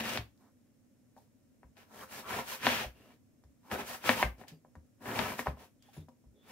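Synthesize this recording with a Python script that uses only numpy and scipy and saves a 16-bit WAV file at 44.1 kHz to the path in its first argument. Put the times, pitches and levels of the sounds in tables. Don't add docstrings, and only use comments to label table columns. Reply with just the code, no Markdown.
import sys
import numpy as np
from scipy import signal
from scipy.fft import rfft, irfft
from scipy.io import wavfile

SR = 44100
rng = np.random.default_rng(int(sys.argv[2]) if len(sys.argv) > 2 else 0)


def log_audio(samples):
    frames = np.atleast_2d(samples).T
    limited = np.clip(frames, -1, 1)
    pcm = np.round(limited * 32767).astype(np.int16)
    wavfile.write(sys.argv[1], SR, pcm)


N = 287091
TIME = np.arange(N) / SR

# frequency in Hz, relative level in dB.
ROOM_TONE_SPECTRUM = [(20, -21), (45, -2), (62, -9.5), (100, 6), (180, -4.5), (245, 7.5), (380, -11.5),
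                      (560, -9), (900, -25.5), (2000, -26.5), (4300, -37), (6500, -26), (16000, -35.5)]
CRUMB_SPECTRUM = [(100, -31), (1000, -20.5), (3000, 0.5), (5500, 3), (9000, -5.5), (16000, -9)]
KNOCK_SPECTRUM = [(30, -35), (150, -24.5), (350, -9), (600, 0), (950, -0.5), (1300, -7.5), (1800, -1),
                  (3000, -5.5), (6000, -0.5), (16000, 3)]
CRUNCH_SPECTRUM = [(25, -36), (60, -3), (150, -9), (250, 3), (340, -3.5), (520, 3.5), (900, 0), (1300, 1),
                   (1900, -3), (2900, -7), (4000, -17), (6000, -22), (9000, -38), (16000, -40.5)]
FIZZ_SPECTRUM = [(100, -10.5), (800, 0.5), (2000, -9), (4000, 1.5), (5500, 2), (8000, -0.5), (10000, -0.5),
                 (12500, 0.5), (16000, -3.5)]
# frequency in Hz, seconds to fall 60 dB.
KITCHEN_DECAY = [(60, 0.36), (250, 0.21), (1000, 0.2), (3000, 0.2), (8000, 0.19), (16000, 0.31)]
# start in seconds, peak level in dB.
CRUMB_TICKS = [(0.092, -31), (0.134, -33), (0.376, -64), (1.178, -58.5), (3.439, -61), (4.383, -55),
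               (4.482, -39), (4.486, -45.5), (4.755, -60), (5.824, -49), (6.087, -56.5)]
# middle in seconds, length in seconds, level in dB, pitch in Hz, bandwidth in Hz.
BOARD_SCRAPES = [(0.455, 0.15, -72, 1050, 800), (1.178, 0.035, -57, 790, 170),
                 (2.03, 0.051, -49.5, 1200, 603), (2.265, 0.1, -49.5, 1110, 450),
                 (2.845, 0.034, -42, 725, 222), (3.08, 0.13, -69.5, 682, 300), (3.67, 0.1, -67, 980, 500),
                 (4.208, 0.066, -37, 937, 300), (4.412, 0.022, -52.5, 760, 220),
                 (4.445, 0.028, -55, 795, 160), (5.47, 0.029, -37.5, 900, 500), (5.61, 0.13, -63, 850, 300),
                 (5.893, 0.025, -61, 800, 220), (6.37, 0.11, -69.5, 420, 200)]
STEEL_SINGING = [(3.03, 0.24, -73.5, 2790, 459), (4.53, 0.13, -78, 4760, 200),
                 (5.87, 0.18, -76.5, 3320, 450), (5.995, 0.11, -72.5, 3640, 700),
                 (5.96, 0.06, -73, 6900, 90), (5.97, .1, -73, 10250, 70), (6.44, 0.22, -75.5, 3500, 400)]
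# start in seconds, level in dB, pitch in Hz.
COUNTER_THUDS = [(0.0, -34, 225), (0.183, -36.5, 109), (0.189, -40.5, 64.5), (1.644, -51, 64),
                 (2.669, -45, 97), (2.799, -45, 115.3), (2.855, -38.5, 60.7), (3.445, -50.5, 68.5),
                 (3.721, -42, 74.6), (4.098, -36, 110), (4.24, -25.5, 58.3), (4.519, -45, 157.5),
                 (4.767, -46, 76.7), (5.159, -38.5, 103), (5.475, -30.5, 68.3), (5.479, -38, 140),
                 (5.972, -38.5, 154), (5.983, -44, 88.6), (6.257, -50, 59.1)]
# frequency in Hz, relative level in dB, seconds to fall 60 dB.
BOARD_MODES = [(246, -1, 0.1), (533, -5.5, .07), (760, -6.5, 0.041), (945, -7.5, 0.085), (1110, -9, 0.07),
               (1683, -7, 0.05), (1847, -10, 0.05), (2300, -13.5, 0.1)]
# start in seconds, clack level in dB,
# brightness as a cut-off in Hz, ring level in dB, left over right in dB.
BOARD_KNOCKS = [(0.1741, -18.5, 3980, -59, 1), (1.165, -48, 1250, -57, 4), (1.631, -43.5, 1570, -56, 3.5),
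                (1.769, -52, 3800, -81, 16), (2.307, -28.5, 2500, -40, 7.5), (2.6674, -6.5, 3240, -21, 3.5),
                (3.105, -50, 2550, -68, 3.5), (3.437, -53, 1390, -66, 4), (3.714, -22, 2820, -36.5, 1.5),
                (4.041, -30, 2500, -61, 2), (4.092, -4.5, 3050, -18, 3.5), (4.2271, -7, 2400, -42, 2.5),
                (4.413, -44, 2420, -60, 13), (4.437, -40.5, 1693, -62, 6), (4.648, -46.5, 1100, -55, 1.5),
                (4.753, -42, 1535, -49, 2), (5.008, -55, 1500, -49, 6), (5.057, -28.5, 2200, -55, 6),
                (5.191, -18, 3650, -32, 10.5), (5.392, -17, 2360, -36.5, 3),
                (5.4693, -16, 1470, -35.5, 0.5), (5.571, -44, 1100, -60, -6), (5.966, -48, 900, -47.5, 6),
                (6.084, -45, 1110, -49, 2.5), (6.24, -61.5, 889, -62.5, -4)]
# start, rise and hold in seconds, then in dB the crust's crunch,
# the teeth's fizz, growth over the hold, crust hardness as treble lift, board pressure as bass lift.
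BLADE_STROKES = [(0.0, 0.0012, .012, -35.5, -46, -3, 5.5, -2),
                 (0.017, 0.027, .12, -37, -46, -0.5, 3.5, -0.5),
                 (0.36, 0.042, 0.083, -74, -78.5, -3.5, -20, 12.5),
                 (1.148, 0.022, 0.082, -78, -76.5, -5, -6, 13), (1.757, .018, .06, -58, -67.5, -3, -1, -1),
                 (1.87, .07, .095, -48, -57, 7, -16, 0), (2.073, .05, .08, -44, -49.5, 0.5, -3.5, -4),
                 (2.241, .055, .105, -34, -46.5, 2, -4.5, -3.5), (2.434, .05, .065, -43, -44, 0.5, 5, -6),
                 (2.61, .045, 0.18, -34, -43.5, -7.5, 5.5, -3),
                 (2.896, 0.064, .18, -68, -73, 0.5, 3.5, 12.5), (3.607, 0.05, .03, -64, -69, 5, -5, 6),
                 (3.701, .018, 0.034, -32.5, -46.5, -2, -10, 1), (3.756, .035, 0.02, -36, -49, 0, -3.5, 2),
                 (3.83, .045, .08, -41, -46.5, -1, -3.5, -7.5),
                 (4.023, 0.036, 0.07, -32.5, -40, 1.5, 3.5, -2), (4.127, .04, .065, -35, -43.5, 1.5, 1, -2),
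                 (4.366, 0.038, .03, -61, -66.5, -6, 1, 15.5), (4.467, 0.016, .04, -63, -67, -8.5, 8.5, 3),
                 (5.002, .013, .03, -55.5, -63, 5, -14.5, 13), (5.029, .035, .07, -36, -51, 1.5, -13, 2),
                 (5.115, .04, .115, -34, -46, -2, -2, 1.5), (5.25, .04, .065, -40, -50, -7, -4, 2),
                 (5.366, 0.023, .02, -41.5, -45, -3.5, -2.5, 2.5),
                 (5.431, .03, .03, -50.5, -58, -3, 4.5, -1), (5.556, 0.043, .055, -60, -63.5, -3, 3.5, 7.5),
                 (5.822, .01, .09, -71, -75, -0.5, 2.5, 1.5), (5.921, .015, 0.071, -67, -67, -6.5, 7.5, -4),
                 (6.432, .06, .06, -51, -59.5, 4.5, -1.5, 2.5)]

BITE_DB, ARCH_DB = 18, 1.5
CRUNCH_FADE_DB_PER_S, FIZZ_FADE_DB_PER_S = 399, 380
SETTLE_DB, SETTLE_DB_PER_S = -32.5, 85
REST_CRUNCH_DB, REST_FIZZ_DB = -85.5, -85
THUD_T60_S = .23
BAND_LIMIT_HZ = 15780


def gain_of(db):
    return 10 ** (np.asarray(db) / 20)


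def unit_rms(x):
    return x / np.sqrt(np.mean(x ** 2) + 1e-20)


def curve_at(points, hz):
    f, value = np.transpose(points)
    return np.interp(np.log(hz + 1), np.log(f + 1), value)


def add(mix, start_s, sound):
    part = mix[:, max(round(start_s * SR), 0):]
    size = min(part.shape[-1], sound.shape[-1])
    part[:, :size] += sound[..., :size]


def convolve(x, response):
    return signal.fftconvolve(np.atleast_2d(x), np.atleast_2d(response), axes=1)[:, :x.shape[-1]]


def colour(x, spectrum, size=4096):
    log_gain = np.log(gain_of(curve_at(spectrum, abs(np.fft.fftfreq(size, 1 / SR)))))
    minimum_phase = np.exp(np.conj(signal.hilbert(log_gain)))
    return convolve(x, np.fft.ifft(minimum_phase).real)


def lowpass(x, hz):
    return signal.sosfiltfilt(signal.butter(2, hz, fs=SR, output="sos"), x)


def narrow_noise(size, hz, width_hz):
    f = np.fft.rfftfreq(size, 1 / SR)
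    noise = rng.standard_normal(size) + 0.25 * rng.standard_normal((2, size))
    return unit_rms(irfft(rfft(noise) / (1 + ((f - hz) / width_hz * 2) ** 2), size))


def room_tone():
    hz = np.fft.rfftfreq(N, 1 / SR)
    noise = rfft(rng.standard_normal((2, N)))
    alike = 0.53 * np.exp(-hz / 1500)
    noise[1] = alike * noise[0] + np.sqrt(1 - alike ** 2) * noise[1]
    murmur = unit_rms(irfft(noise * gain_of(curve_at(ROOM_TONE_SPECTRUM, hz)), N))
    whine = narrow_noise(N, hz=5350, width_hz=110)
    return gain_of(-67) * murmur + gain_of(-97) * whine


def kitchen_reflections(x):
    hz, t, noise = signal.stft(rng.standard_normal((2, SR // 2)), SR, nperseg=256)
    alike = np.exp(-hz / 1200)[:, None]
    noise[1] = alike * noise[0] + np.sqrt(1 - alike ** 2) * noise[1]
    decay = gain_of(-60 * t / curve_at(KITCHEN_DECAY, hz)[:, None])
    tail = signal.istft(noise * decay, SR, nperseg=256)[1]
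    tail *= 1 - np.exp(-(TIME[:tail.shape[1]] / 0.0015) ** 2)
    return convolve(x, tail / np.linalg.norm(tail[0]))


def crumbs():
    out, t = np.zeros((2, N)), TIME[:SR // 8]
    for start, db in CRUMB_TICKS:
        snap, skitter = gain_of(-60 * t / .016), gain_of(-9 - 60 * t / .11)
        tick = colour(rng.standard_normal((2, len(t))) * (snap + skitter), CRUMB_SPECTRUM)
        add(out, start, gain_of(db) * tick / abs(tick).max())
    return out


def steel_slides(rows):
    out = np.zeros((2, N))
    for middle, length, db, hz, width_hz in rows:
        size = max(int(length * SR), 64)
        swell = signal.windows.tukey(size, .7)
        add(out, middle - length / 2, gain_of(db) * narrow_noise(size, hz, width_hz) * swell)
    return out


def counter_thuds():
    out, t = np.zeros((2, N)), TIME[:SR // 2]
    for start, db, hz in COUNTER_THUDS:
        swing = np.sin(2 * np.pi * hz * t) * gain_of(-60 * t / THUD_T60_S)
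        rumble = narrow_noise(len(t), 1.7 * hz, 2.4 * hz) * gain_of(-10 - 60 * t / .22)
        add(out, start, gain_of(db) * (1 - np.exp(-t / 0.0028)) * (swing + rumble))
    return out * gain_of([[.7], [-.7]])


def board_ring(t):
    return sum(gain_of(db - 60 * t / t60) * np.sin(2 * np.pi * hz * t) for hz, db, t60 in BOARD_MODES)


def board_knocks():
    out, t = np.zeros((2, N)), TIME[:SR // 3]
    for start, db, bright_hz, ring_db, pan_db in BOARD_KNOCKS:
        softness = signal.butter(4, bright_hz, fs=SR, output="sos")
        rattle = rng.standard_normal(len(t)) + 0.61 * rng.standard_normal((2, len(t)))
        chatter = rattle * gain_of(-28 - 60 * t / .055) * (1 - np.exp(-t / .001))
        push = np.array([t == 0, t == t[3]])
        blow = signal.sosfilt(softness, colour(push + chatter, KNOCK_SPECTRUM))
        blow = signal.sosfilt([[.8, -a, 1, 1, -a, .8] for a in (1.77, 1.73, 1.65)], blow)
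        clack = gain_of(db - 1.5) * blow / abs(blow).max()
        ring = gain_of(ring_db) * signal.sosfilt(softness, board_ring(t)) * (1 - np.exp(-t / 0.0061))
        add(out, start, (clack + ring) * gain_of([[pan_db / 2], [-pan_db / 2]]))
    return out


def fractures(per_s, spread_db, max_spreads):
    size = gain_of(spread_db * np.minimum(rng.exponential(1, N), max_spreads))
    return unit_rms(size * rng.choice([-1, 1], N) * (rng.random(N) < per_s / SR))


def stereo_fractures(per_s, spread_db, apart):
    shared, left, right = (fractures(per_s, spread_db, max_spreads=4.5) for _ in range(3))
    both = np.array([shared, np.roll(shared, 3)])
    return np.sqrt(1 - apart) * both + np.sqrt(apart) * np.array([left, right])


def flakes(low_hz, high_hz, ring_cycles, per_s, count=28):
    out, t = np.zeros((2, N)), TIME[:SR // 30]
    moments = np.arange(0, N / SR + .1, .04)
    for hz in np.geomspace(low_hz, high_hz, count):
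        spells = gain_of(5 * np.interp(TIME, moments, rng.standard_normal(len(moments))))
        snaps = fractures(per_s, spread_db=3, max_spreads=3) * spells
        swing = np.sin(2 * np.pi * hz * t + rng.normal(0, 0.93, (2, 1))) * np.exp(-hz * t / ring_cycles)
        out += signal.oaconvolve(snaps[None], swing * np.sqrt(low_hz / hz), axes=1)[:, :N]
    return unit_rms(out)


def stroke_level(start, rise, hold, growth_db, fade_db_per_s):
    biting = np.maximum(1 - (TIME - start) / rise, 0)
    along = np.clip((TIME - start - rise) / hold, 0, 1) - .5
    after = np.maximum(TIME - start - rise - hold, 0)
    release = np.maximum(-fade_db_per_s * after, SETTLE_DB - SETTLE_DB_PER_S * after)
    return np.maximum(growth_db * along - ARCH_DB * (2 * along) ** 2 - BITE_DB * biting + release, -100)


def blade_levels():
    crunch, fizz = np.full(N, gain_of(REST_CRUNCH_DB) ** 2), np.full(N, gain_of(REST_FIZZ_DB) ** 2)
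    hardness, pressure = np.zeros(N), np.zeros(N)
    for start, rise, hold, crunch_db, fizz_db, growth_db, hard_db, press_db in BLADE_STROKES:
        power = gain_of(crunch_db + stroke_level(start, rise, hold, growth_db, CRUNCH_FADE_DB_PER_S)) ** 2
        crunch += power
        fizz += gain_of(fizz_db + stroke_level(start, rise, hold, growth_db, FIZZ_FADE_DB_PER_S)) ** 2
        hardness += hard_db * power
        pressure += press_db * power
    return 10 * np.log10(crunch), 10 * np.log10(fizz), hardness / crunch, pressure / crunch


def sawing():
    crunch_db, fizz_db, hard_db, press_db = blade_levels()
    breaks = stereo_fractures(per_s=3500, spread_db=3.5, apart=.71) * gain_of(crunch_db)
    splinters = stereo_fractures(per_s=7000, spread_db=3.2, apart=.7) * gain_of(fizz_db)
    crunch = unit_rms(colour(breaks, CRUNCH_SPECTRUM)) * breaks.std()
    fizz = unit_rms(colour(splinters, FIZZ_SPECTRUM)) * splinters.std()
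    bass, treble = lowpass(crunch, 450), crunch - lowpass(crunch, 2300)
    loaf = gain_of(-5.5) * (crunch - bass - treble) + gain_of(3.5 + hard_db) * treble
    loaf += gain_of(-8 + crunch_db) * flakes(low_hz=800, high_hz=3970, ring_cycles=4.5, per_s=40)
    ring = unit_rms(convolve(breaks[0], board_ring(TIME[:SR // 4]))) * breaks.std()
    board = gain_of(1.5 + press_db) * bass[0] + gain_of(-12 + press_db / 2) * ring
    return (loaf + board) * gain_of([[.5], [-.5]]) + gain_of(1.5) * fizz * gain_of([[-.3], [.3]])


def scene():
    saw = sawing() + steel_slides(BOARD_SCRAPES) + steel_slides(STEEL_SINGING)
    hits = board_knocks() + crumbs()
    reflections = kitchen_reflections(gain_of(-8.5) * saw + gain_of(-5.5) * hits)
    return gain_of(-1.25) * saw + hits + counter_thuds() + reflections + room_tone()


def record(dry):
    low_cut = signal.butter(3, 38, "high", fs=SR, output="sos")
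    band_limit = signal.firwin(1023, BAND_LIMIT_HZ, window=("kaiser", 9), fs=SR)
    return signal.oaconvolve(signal.sosfilt(low_cut, dry), band_limit[None], "same")


dry = scene()
out = record(dry)
log_audio(out)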